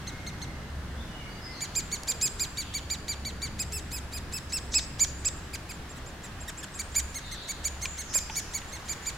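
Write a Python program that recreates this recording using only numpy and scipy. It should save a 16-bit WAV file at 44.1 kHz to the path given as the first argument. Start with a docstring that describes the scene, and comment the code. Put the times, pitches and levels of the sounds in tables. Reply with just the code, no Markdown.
"""Wind rumble and leaf rustle (shaped noise), with a low drone (a wavering tone), run all the way through.
From the start small birds whistle far off (gliding pure tones), and a nestling in a tree hole begs in short
arched notes (stacked harmonics with rough ends). At 2 s come a distant dove and the first tap (crack and ring).
After 4 s short grainy noise puffs, a second nestling's peeps from deeper in the hole and, during feeding, weak
falling chips join in; the chatter returns near 6.8 s, and more taps and knocks follow from 7.8 s."""
import sys
import numpy as np
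from scipy import signal
from scipy.fft import rfft, irfft, next_fast_len
from scipy.io import wavfile
from scipy.ndimage import uniform_filter1d

SR = 44100
rng = np.random.default_rng(int(sys.argv[2]) if len(sys.argv) > 2 else 0)


def dump(signal):
    """Clip the signal to [-1, 1] and save it as 16-bit WAV at the path in sys.argv[1]."""
    limited = np.clip(np.atleast_2d(signal).T, -1, 1)
    pcm = np.round(limited * 32767).astype(np.int16)
    wavfile.write(sys.argv[1], SR, pcm)


N = 404397  # length in samples


def gain_of(db):
    """Turns decibels into amplitude."""
    return 10 ** (np.asarray(db) / 20)


def evened(x):
    """Scales a sound to rms 1."""
    return x / np.sqrt(np.mean(x ** 2) + 1e-20)


def read(points, hz):
    """Reads a curve between its points; equal pitch steps are equal distances."""
    f, value = np.transpose(points)
    return np.interp(np.log(hz + 1), np.log(f + 1), value)


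def add(mix, s, sound):
    """Mixes a sound in at s seconds."""
    part = mix[max(round(s * SR), 0):][:len(sound)]
    part += sound[:len(part)]


def band_noise(count, hz, width_hz):
    """Noise of rms 1 in a bell-shaped band; centred on 0 Hz it is a slow wander."""
    size = next_fast_len(count + 4096)
    bell = np.exp(-((np.fft.rfftfreq(size, 1 / SR) - hz) / width_hz) ** 2)
    noise = irfft(rfft(rng.standard_normal(size)) * bell, size)
    return evened(noise)[:count]


# balance of low and high in wind and leaves: [f/Hz, relative level/dB]
AIR_COLOUR = [(12, -36), (20, -5), (44, -0.5), (64, -2), (119, -5), (175, -7.5), (491, -17.5), (549, -17.5),
              (1450, -18), (1670, -17), (2400, -24.5), (2610, -23), (6020, -30), (7950, -34),
              (15500, -44.5)]
# the breeze; only its changes about the average count: [t/s, wind rumble level/dB, leaf rustle level/dB]
BREEZE_LEVELS = [(0, -46.5, -44.5), (.7, -45.5, -46.5), (1.2, -47.5, -45), (1.75, -49.5, -44.5),
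                 (2.5, -50, -45), (3, -48.5, -46.5), (4.6, -49, -45.5), (5.5, -49, -45.5),
                 (6.3, -50, -45.5), (7.2, -53.5, -45), (8, -52.5, -44), (9.17, -54.5, -42.5)]
# how alike the air sounds at left and right: [f/Hz, likeness 0-1]
AIR_LIKENESS = [(30, 0.94), (120, 1), (250, .94), (500, 0.92), (1000, 0.62), (2000, 0.41), (5000, 0.033),
                (15000, 0.082)]
AIR_DB = -41  # overall rms


def air(patchy_db=0.82):
    """Wind rumble below and leaves above are noise that follows the breeze, in drifting patches."""
    frames, hz = N // 512 + 5, np.fft.rfftfreq(2048, 1 / SR)
    a, b, c, d, patches = rng.standard_normal((5, len(hz), frames))
    patches = uniform_filter1d(patches, size=16, axis=0)
    patches = evened(uniform_filter1d(patches, size=10, axis=1))

    t = np.arange(frames) * 512 / SR
    s, *levels = np.transpose(BREEZE_LEVELS)
    rumble_db, rustle_db = (np.interp(t, s, level - level.mean()) for level in levels)
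    low = (1 / (1 + (hz / 500) ** 2))[:, None]
    gusty = low * (1 - np.exp(-(hz / 70) ** 2))[:, None]  # the deepest rumble does not follow the breeze

    same = np.clip(read(AIR_LIKENESS, hz), -1, 1)[:, None]
    left = a + 1j * b
    right = same * left + np.sqrt(1 - same ** 2) * (c + 1j * d)
    breeze_db = gusty * rumble_db + (1 - low) * rustle_db
    level_db = read(AIR_COLOUR, hz)[:, None] + breeze_db + patchy_db * patches
    z = np.array([left, right]) * gain_of(level_db)
    sound = signal.istft(z, nperseg=2048, noverlap=1536)[1][:, :N]
    return gain_of(AIR_DB) * evened(sound)


# the drone swells and sinks: [t/s, level before trim and flutter/dB]
DRONE_LEVELS = [(0, -49.5), (.95, -39.5), (1.3, -59), (1.85, -44), (2.05, -52), (3.3, -44.5), (3.701, -40),
                (4.4, -44.5), (4.85, -43.5), (5.2, -44), (5.65, -47.5), (6.4, -46), (6.77, -54),
                (7.02, -40), (7.41, -58), (7.64, -40.5), (8.66, -52), (9.17, -51)]


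def drone(hz=69.3, wander_hz=2.205, trim_db=-1.5, flutter_db=2):
    """A low far-off tone whose pitch and loudness waver."""
    level_db = np.interp(np.arange(N) / SR, *np.transpose(DRONE_LEVELS))
    level_db += trim_db + flutter_db * band_noise(N, 0, 8.7)
    wavering_hz = hz + wander_hz * band_noise(N, 0, 5.39)
    tone = np.sin(2 * np.pi * np.cumsum(wavering_hz) / SR)
    return gain_of(level_db) * evened(tone)


# distant songbirds: [t/s, length/s, start f/Hz, end f/Hz, level before the mix/dB, trill size before scaling/Hz]
SONGBIRDS = [(0, 0.38, 2190, 2070, -56.5, 20), (.38, 0.24, 2118, 2040, -55, 32),
             (0.96, 0.066, 3300, 3770, -52, 25), (1.06, .2, 2980, 2835, -54, 40),
             (1.18, 0.086, 2380, 2080, -53, 20), (1.28, .06, 4520, 4870, -54, 73),
             (1.33, 0.26, 2066, 2037, -55, 48), (1.41, 0.079, 5200, 4890, -46.5, 200),
             (1.51, 0.099, 4400, 4300, -48, 280), (1.55, 0.04, 6000, 6400, -55, 220),
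             (2.58, .18, 3210, 3060, -51.5, 470), (6.7, 0.13, 8200, 8460, -54, 300),
             (7.17, 0.38, 3950, 3904, -48.5, 570), (7.8, 0.14, 7220, 7000, -43.5, 320),
             (7.94, 0.24, 7000, 6040, -50.5, 590), (8.08, 0.079, 5860, 5550, -43, 880),
             (8.2, 0.039, 5040, 4680, -46, 60), (8.29, 0.099, 5900, 5480, -43, 600)]
# a dove far away: [t/s, length/s, start f/Hz, end f/Hz, level before the mix/dB, trill size before scaling/Hz]
FAR_DOVE = [(2.029, 0.26, 481, 452, -57, 3.6), (2.22, 0.27, 425, 406, -57, 3), (3.35, .2, 454, 436, -60, 3),
            (3.679, 0.14, 428.4, 415, -52, 3)]


def whistles(rows, trill_hz=70):
    """Each bird note is one pure tone gliding in pitch, with a fast uneven trill."""
    out = np.zeros(N)
    for s, length, start_hz, end_hz, db, depth_hz in rows:
        count = round(length * SR)
        trill = 0.61 * depth_hz * band_noise(count, trill_hz, 40.9)
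        hz = np.linspace(start_hz, end_hz, count) + trill
        tone = np.sin(2 * np.pi * np.cumsum(hz) / SR)
        add(out, s, gain_of(db) * evened(tone * signal.windows.tukey(count, .5)))
    return out


# loudness through one note: [share of its length 0-1, level/dB]
NOTE_SWELL = [(0, -5), (.1, -4.5), (.25, 1.5), (.5, 0), (.7, -2.5), (.85, -7.5), (1, -9)]
# resonance of the nestling's throat: [f/Hz, level/dB]
THROAT_COLOUR = [(1200, 0.5), (2400, 2), (3500, 1), (5000, -0.5), (6400, 6), (7200, 9.5), (7700, 7.5),
                 (8500, -3.5), (12500, -9.5), (16000, -13.5)]
# pitch bends as shares of the pitch: a leap at the start (dying away in LEAP_S seconds), an arch, a final drop
LEAP, LEAP_S, ARCH, DROP, DROP_POWER = 0.2924, 0.004046, .6, 0.215, 8.15
# unsteadiness: pitch jitter at the crest (share of the pitch), level flutter of each harmonic (dB)
CREST_JITTER, FLUTTER_DB = .0025, 1.1


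def note(length, crest, top_hz, harmonics_db, push_db, edge_jitter=0.042, rasp_db=-24, fade=0.056,
         dull_db=2, slack_sag=0.32, doubling=0.37):
    """One arched note: it leaps up, is cleanest at its crest, and is rough where the voice catches and lets go."""
    u = np.linspace(0, 1, round(length * SR))  # place in the note
    leap = LEAP * np.exp(-u * length / LEAP_S)
    sag = leap + ARCH * (u - crest) ** 2 + DROP * u ** DROP_POWER
    loose = sag / slack_sag  # slack membranes vibrate unevenly
    jitter = (CREST_JITTER + edge_jitter * loose) * band_noise(len(u), 0, 960)
    hz = top_hz * (1 - sag) * (1 + jitter)
    phase = 2 * np.pi * np.cumsum(hz) / SR

    voice = np.zeros(len(u))
    for k, db in enumerate(harmonics_db, 1):
        # each harmonic slides over the throat's resonance
        colour_db = read(THROAT_COLOUR, k * hz) - read(THROAT_COLOUR, k * top_hz)
        colour_db -= dull_db * loose * (k - 2)  # a slack voice loses its high harmonics first
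        level = gain_of(db + colour_db + FLUTTER_DB * band_noise(len(u), 0, 67))
        voice += np.sqrt(2) * level * np.sin(k * phase) * (k * hz < SR / 2)
    voice *= 1 + doubling * loose * np.cos(phase / 2)  # at the slack ends strong and weak cycles alternate

    rasp = gain_of(rasp_db) * voice.std() * (.5 + 4 * loose) * band_noise(len(u), 4400, 4700)
    swell_db = np.interp(u, *np.transpose(NOTE_SWELL)) + push_db * (u - .45)
    return (voice + rasp) * gain_of(swell_db) * signal.windows.tukey(len(u), fade)


def onset_puff(db, length=0.018, centre_hz=5000, width_hz=5200):
    """A short soft-edged puff of broad noise around the note's onset."""
    count = round(length * SR)
    return gain_of(db) * signal.windows.hann(count) * band_noise(count, centre_hz, width_hz)


# the chatter, one row a note: [t/s, length/s, f/Hz, place of the crest 0-1, effort as a level/dB]
CHATTER_NOTES = [(0.067, 0.04, 2164, 0.35, -44.5), (0.264, 0.042, 2188, 0.28, -44.5),
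                 (0.415, 0.041, 2190, 0.28, -45), (1.606, .055, 2353, .37, -35),
                 (1.751, 0.06, 2468, 0.37, -29), (1.9144, 0.058, 2298, 0.33, -35.5),
                 (2.075, 0.05, 2468, 0.45, -28.5), (2.211, 0.072, 2547, .43, -27.5),
                 (2.3947, 0.062, 2467, 0.33, -31.5), (2.571, 0.064, 2338, 0.31, -36.5),
                 (2.738, 0.059, 2327, 0.33, -37), (2.8994, 0.06, 2408, 0.29, -35),
                 (3.08, 0.067, 2378, .28, -36.5), (3.249, 0.065, 2336, 0.24, -41.5),
                 (3.417, 0.068, 2342, 0.27, -39), (3.591, 0.048, 2564, 0.33, -34),
                 (3.72, .082, 2680, 0.35, -41), (3.915, 0.077, 2570, 0.4, -42),
                 (4.123, .065, 2527, .49, -44), (4.3228, .0665, 2655, .5, -43),
                 (4.521, 0.07, 2710, 0.41, -37.5), (4.739, 0.059, 2605, 0.43, -28.5),
                 (4.993, 0.059, 2393, 0.48, -22), (5.2463, 0.044, 2580, 0.47, -28.5),
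                 (6.79, 0.031, 2395, 0.35, -35.5), (6.951, .055, 2403, .43, -26),
                 (7.143, 0.053, 2183, 0.42, -39), (7.313, 0.054, 2140, 0.2, -45.5),
                 (7.48, 0.045, 2300, .5, -35), (7.641, 0.045, 2350, 0.48, -29),
                 (7.815, 0.055, 2167, 0.37, -37.5), (7.976, .0503, 2192, .46, -38),
                 (8.137, 0.056, 2491, 0.46, -25.5), (8.354, 0.051, 2322, 0.47, -32),
                 (8.535, 0.057, 2290, 0.38, -34.5), (8.718, 0.058, 2184, 0.44, -45.5),
                 (8.883, 0.055, 2400, .47, -34), (9.057, 0.049, 2397, 0.45, -33)]
# harmonics 1 to 4 before the colour drift: [level in an ordinary note/dB, dB gained per dB of effort]
VOICE_HARMONICS = [(-44.5, 0.4), (-38.5, 0.48), (-33.5, 1), (-47, 0.73)]
ORDINARY_DB = -35  # effort of an ordinary note
# the colour drifts: [t/s, added level/dB of the fundamental, of the second harmonic, of the fourth and up]
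COLOUR_DRIFT = [(0.4, -2, 0.5, -5), (1.65, -0.5, -1, -2), (2.4, -0.5, 3, 1.5), (3.4, 0.5, 2.5, -2.5),
                (3.85, -1.5, 1, 7.5), (4.35, 1, 4.5, 4.5), (4.74, 7, 9.5, -4), (5.0, 0.5, -1.5, -4),
                (5.25, -1, 0, -7), (6.949, 2.5, -2.5, 3.5), (7.6, -1, -5.5, -0.5), (8.3, 0.5, -3.5, 3),
                (8.9, 0.5, -2.5, -2)]
# a late crest makes a note swell, an early one makes it fade: dB per unit of crest, and the even crest
PUSH_DB, EVEN_CREST = 70, 0.38


def nestling(puff_db=-3, puff_lead_s=.011):
    """Chatter at the mouth of the hole; effort favours the third harmonic, so loud notes are purer."""
    out = np.zeros(N)
    ordinary_db, growth = np.transpose(VOICE_HARMONICS)
    times, *drifts = np.transpose(COLOUR_DRIFT)
    for s, length, hz, crest, db in CHATTER_NOTES:
        first, second, third, fourth = ordinary_db + growth * (db - ORDINARY_DB)
        first_db, second_db, upper_db = (np.interp(s, times, drift) for drift in drifts)
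        # harmonics 4 to 8 follow the throat
        slope_db = read(THROAT_COLOUR, hz * np.arange(4, 9)) - read(THROAT_COLOUR, hz * 4)
        harmonics_db = np.r_[first + first_db, second + second_db, third, fourth + upper_db + slope_db]
        add(out, s, note(length, crest, hz, harmonics_db, PUSH_DB * (crest - EVEN_CREST)))
        add(out, s - puff_lead_s, onset_puff(fourth + upper_db + puff_db))
    return out


# taps and knocks; a t60 is the time to fade by 60 dB:
# [t/s, crack level/dB, crack centre f/Hz, crack t60/s, ring f/Hz, ring level/dB, ring t60/s]
TAPS_AND_KNOCKS = [(2.034, -31, 7000, 0.012, 6700, -34.5, 0.0087),
                   (7.8517, -33, 2470, 0.02, 1050, -37.5, 0.069),
                   (7.856, -21, 3430, 0.011, 2380, -25, 0.03), (8.155, -33.5, 1410, 0.044, 603, -30, 0.031),
                   (8.298, -34.5, 2450, .035, 878, -32.5, 0.075), (8.616, -42, 2500, 0.048, 2500, -47, .04),
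                   (8.799, -43, 1510, 0.043, 1114, -43, 0.094)]


def taps():
    """Each tap is a short crack of noise and one woody ring, both dying away."""
    out, t = np.zeros(N), np.arange(SR // 8) / SR
    for s, crack_db, crack_hz, crack_t60, ring_hz, ring_db, ring_t60 in TAPS_AND_KNOCKS:
        crack = gain_of(crack_db - 60 * t / crack_t60) * band_noise(len(t), crack_hz, crack_hz * 0.54)
        ring = gain_of(ring_db - 60 * t / ring_t60) * np.sin(2 * np.pi * ring_hz * t)
        add(out, s, crack + ring)
    return out


# noise puffs before and after loud notes: [t/s, length/s, level before fades and mix/dB]
PUFFS = [(4.489, 0.035, -45.5), (4.705, 0.067, -36.5), (4.77, 0.1, -43), (5.01, 0.13, -47.5)]
GRAIN_DB = 1.2  # unevenness of the noise


def noise_puffs(centre_hz=5900, width_hz=2000):
    """Short grainy puffs of noise, before loud notes and as a broad noisy tail after them."""
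    out = np.zeros(N)
    for s, length, db in PUFFS:
        count = round(length * SR)
        grain = gain_of(GRAIN_DB * band_noise(count, 0, 300)) * signal.windows.hann(count)
        add(out, s, gain_of(db) * grain * band_noise(count, centre_hz, width_hz))
    return out


# bouts of peeping by the second nestling: [start t/s, end t/s]
BOUTS = [(5.186, 5.45), (5.716, 7.51), (8.192, 8.27), (8.504, 9.11)]
# its voice: [t/s, f/Hz, third harmonic level before swell and mix/dB]
SIBLING_VOICE = [(5.19, 2760, -57), (5.36, 2440, -53), (5.75, 2490, -51.5), (6.72, 2560, -43),
                 (6.9, 2470, -52), (7.42, 2430, -55), (8.2, 2460, -42.5), (8.5, 2530, -52),
                 (9.02, 2380, -50)]
PEEP_EVERY_S, PEEP_S = .1706, .053  # beat and length


def sibling(first_db=-14, second_db=-15, fourth_db=-17, fifth_db=-23, crest=.44):
    """Thin peeps from deep in the hole, evenly spaced in each bout, nearly all third harmonic."""
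    out = np.zeros(N)
    colour_db = np.array([first_db, second_db, 0, fourth_db, fifth_db])
    times, hz, db = np.transpose(SIBLING_VOICE)
    for start, end in BOUTS:
        for s in np.arange(start, end, PEEP_EVERY_S):
            harmonics_db = np.interp(s, times, db) + colour_db
            add(out, s, note(PEEP_S, crest, np.interp(s, times, hz), harmonics_db, push_db=-1))
    return out


# short, weak, falling chips while the nestling is fed: [t/s, length/s, f/Hz, level before colour and mix/dB]
FEEDING_CHIPS = [(5.532, 0.029, 2600, -43.5), (5.688, .036, 2600, -48.5), (5.956, 0.037, 2066, -60),
                 (6.237, .03, 2100, -57.5), (6.476, .03, 1974, -46), (6.627, 0.023, 1850, -48)]
# colour of their harmonics: [f/Hz, added level/dB]
CHIP_HARMONICS = [(1800, 3.5), (2500, 2.5), (4500, 2.5), (7500, 1), (10000, -3.5), (16000, -10)]


def chips(crest=.2, push_db=10):
    """Very short notes that fall almost from the start, their lower harmonics about equally strong."""
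    out = np.zeros(N)
    for s, length, hz, db in FEEDING_CHIPS:
        harmonics_db = db + read(CHIP_HARMONICS, hz * np.arange(1, 9))
        add(out, s, note(length, crest, hz, harmonics_db, push_db))
    return out


# echoes off bark and branches, and a late one off another trunk: [delay/s, left level/dB, right level/dB]
BARK_ECHOES = [(.0013, -15, -33), (.0031, -41, -6.5), (.0062, -15, -44), (0.0095, -44, -14.5),
               (.05, -27, -26)]
# the near chatter has a different balance of pitches at left and right: [f/Hz, left minus right level/dB]
LEFT_RIGHT_LEAN = [(1500, 5), (2400, -3.5), (4800, 0.5), (6600, -1.5), (7300, -3.5), (8200, 4), (9500, 7),
                   (11000, 2.5), (13000, 0), (16000, -1)]


def from_hole(x):
    """Adds single echoes to the straight path; these make a comb of peaks, so gliding notes ripple."""
    size = next_fast_len(N + SR // 10)
    hz = np.fft.rfftfreq(size, 1 / SR)
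    paths = 1
    for delay, left, right in BARK_ECHOES:
        paths = paths + gain_of([[left], [right]]) * np.exp(-2j * np.pi * hz * delay)
    sides = gain_of(np.array([[.5], [-.5]]) * read(LEFT_RIGHT_LEAN, hz))
    return irfft(rfft(x, size) * paths * sides, size)[:, :N]


# how long the echo of the trees takes to fade by 60 dB: [f/Hz, t60/s]
WOOD_ECHO = [(300, 0.097), (2500, 1), (7000, 0.64), (10000, 1), (15000, 0.074)]


def trees(x, build_s=0.0028):
    """Trunks and leaves scatter a sound into a fading tail of noise, different at each ear."""
    hz, t, z = signal.stft(rng.standard_normal((2, SR)), SR, nperseg=256)
    fading = gain_of(-60 * t / read(WOOD_ECHO, hz)[:, None])
    z = z * fading * (1 - np.exp(-t / build_s))
    tail = signal.istft(z, SR, nperseg=256)[1]
    return signal.fftconvolve(x[None], tail / np.linalg.norm(tail[0]), axes=1)[:, :N]


def scene(chatter_db=-.5, chatter_wet_db=-15.5, song_wet_db=-2, song_dry_db=-6, taps_wet_db=-19):
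    """Mixes near nestlings and taps, far birds that are mostly echo (wet), the air and the drone."""
    chatter = gain_of(chatter_db) * (nestling() + chips() + sibling() + noise_puffs())
    far, knocks = whistles(SONGBIRDS + FAR_DOVE), taps()
    direct = from_hole(chatter) + gain_of(song_dry_db) * far + knocks
    to_trees = gain_of(chatter_wet_db) * chatter + gain_of(song_wet_db) * far + gain_of(taps_wet_db) * knocks
    return direct + trees(to_trees) + air() + drone()


EDGE_HZ = 15950  # top of the band that is kept


def record(dry):
    """Cuts off the highest treble with a steep low-pass filter."""
    low_pass = signal.firwin(511, EDGE_HZ, window=("kaiser", 9), fs=SR)
    return signal.oaconvolve(dry, low_pass[None], "same")


dry = scene()
out = record(dry)
dump(out)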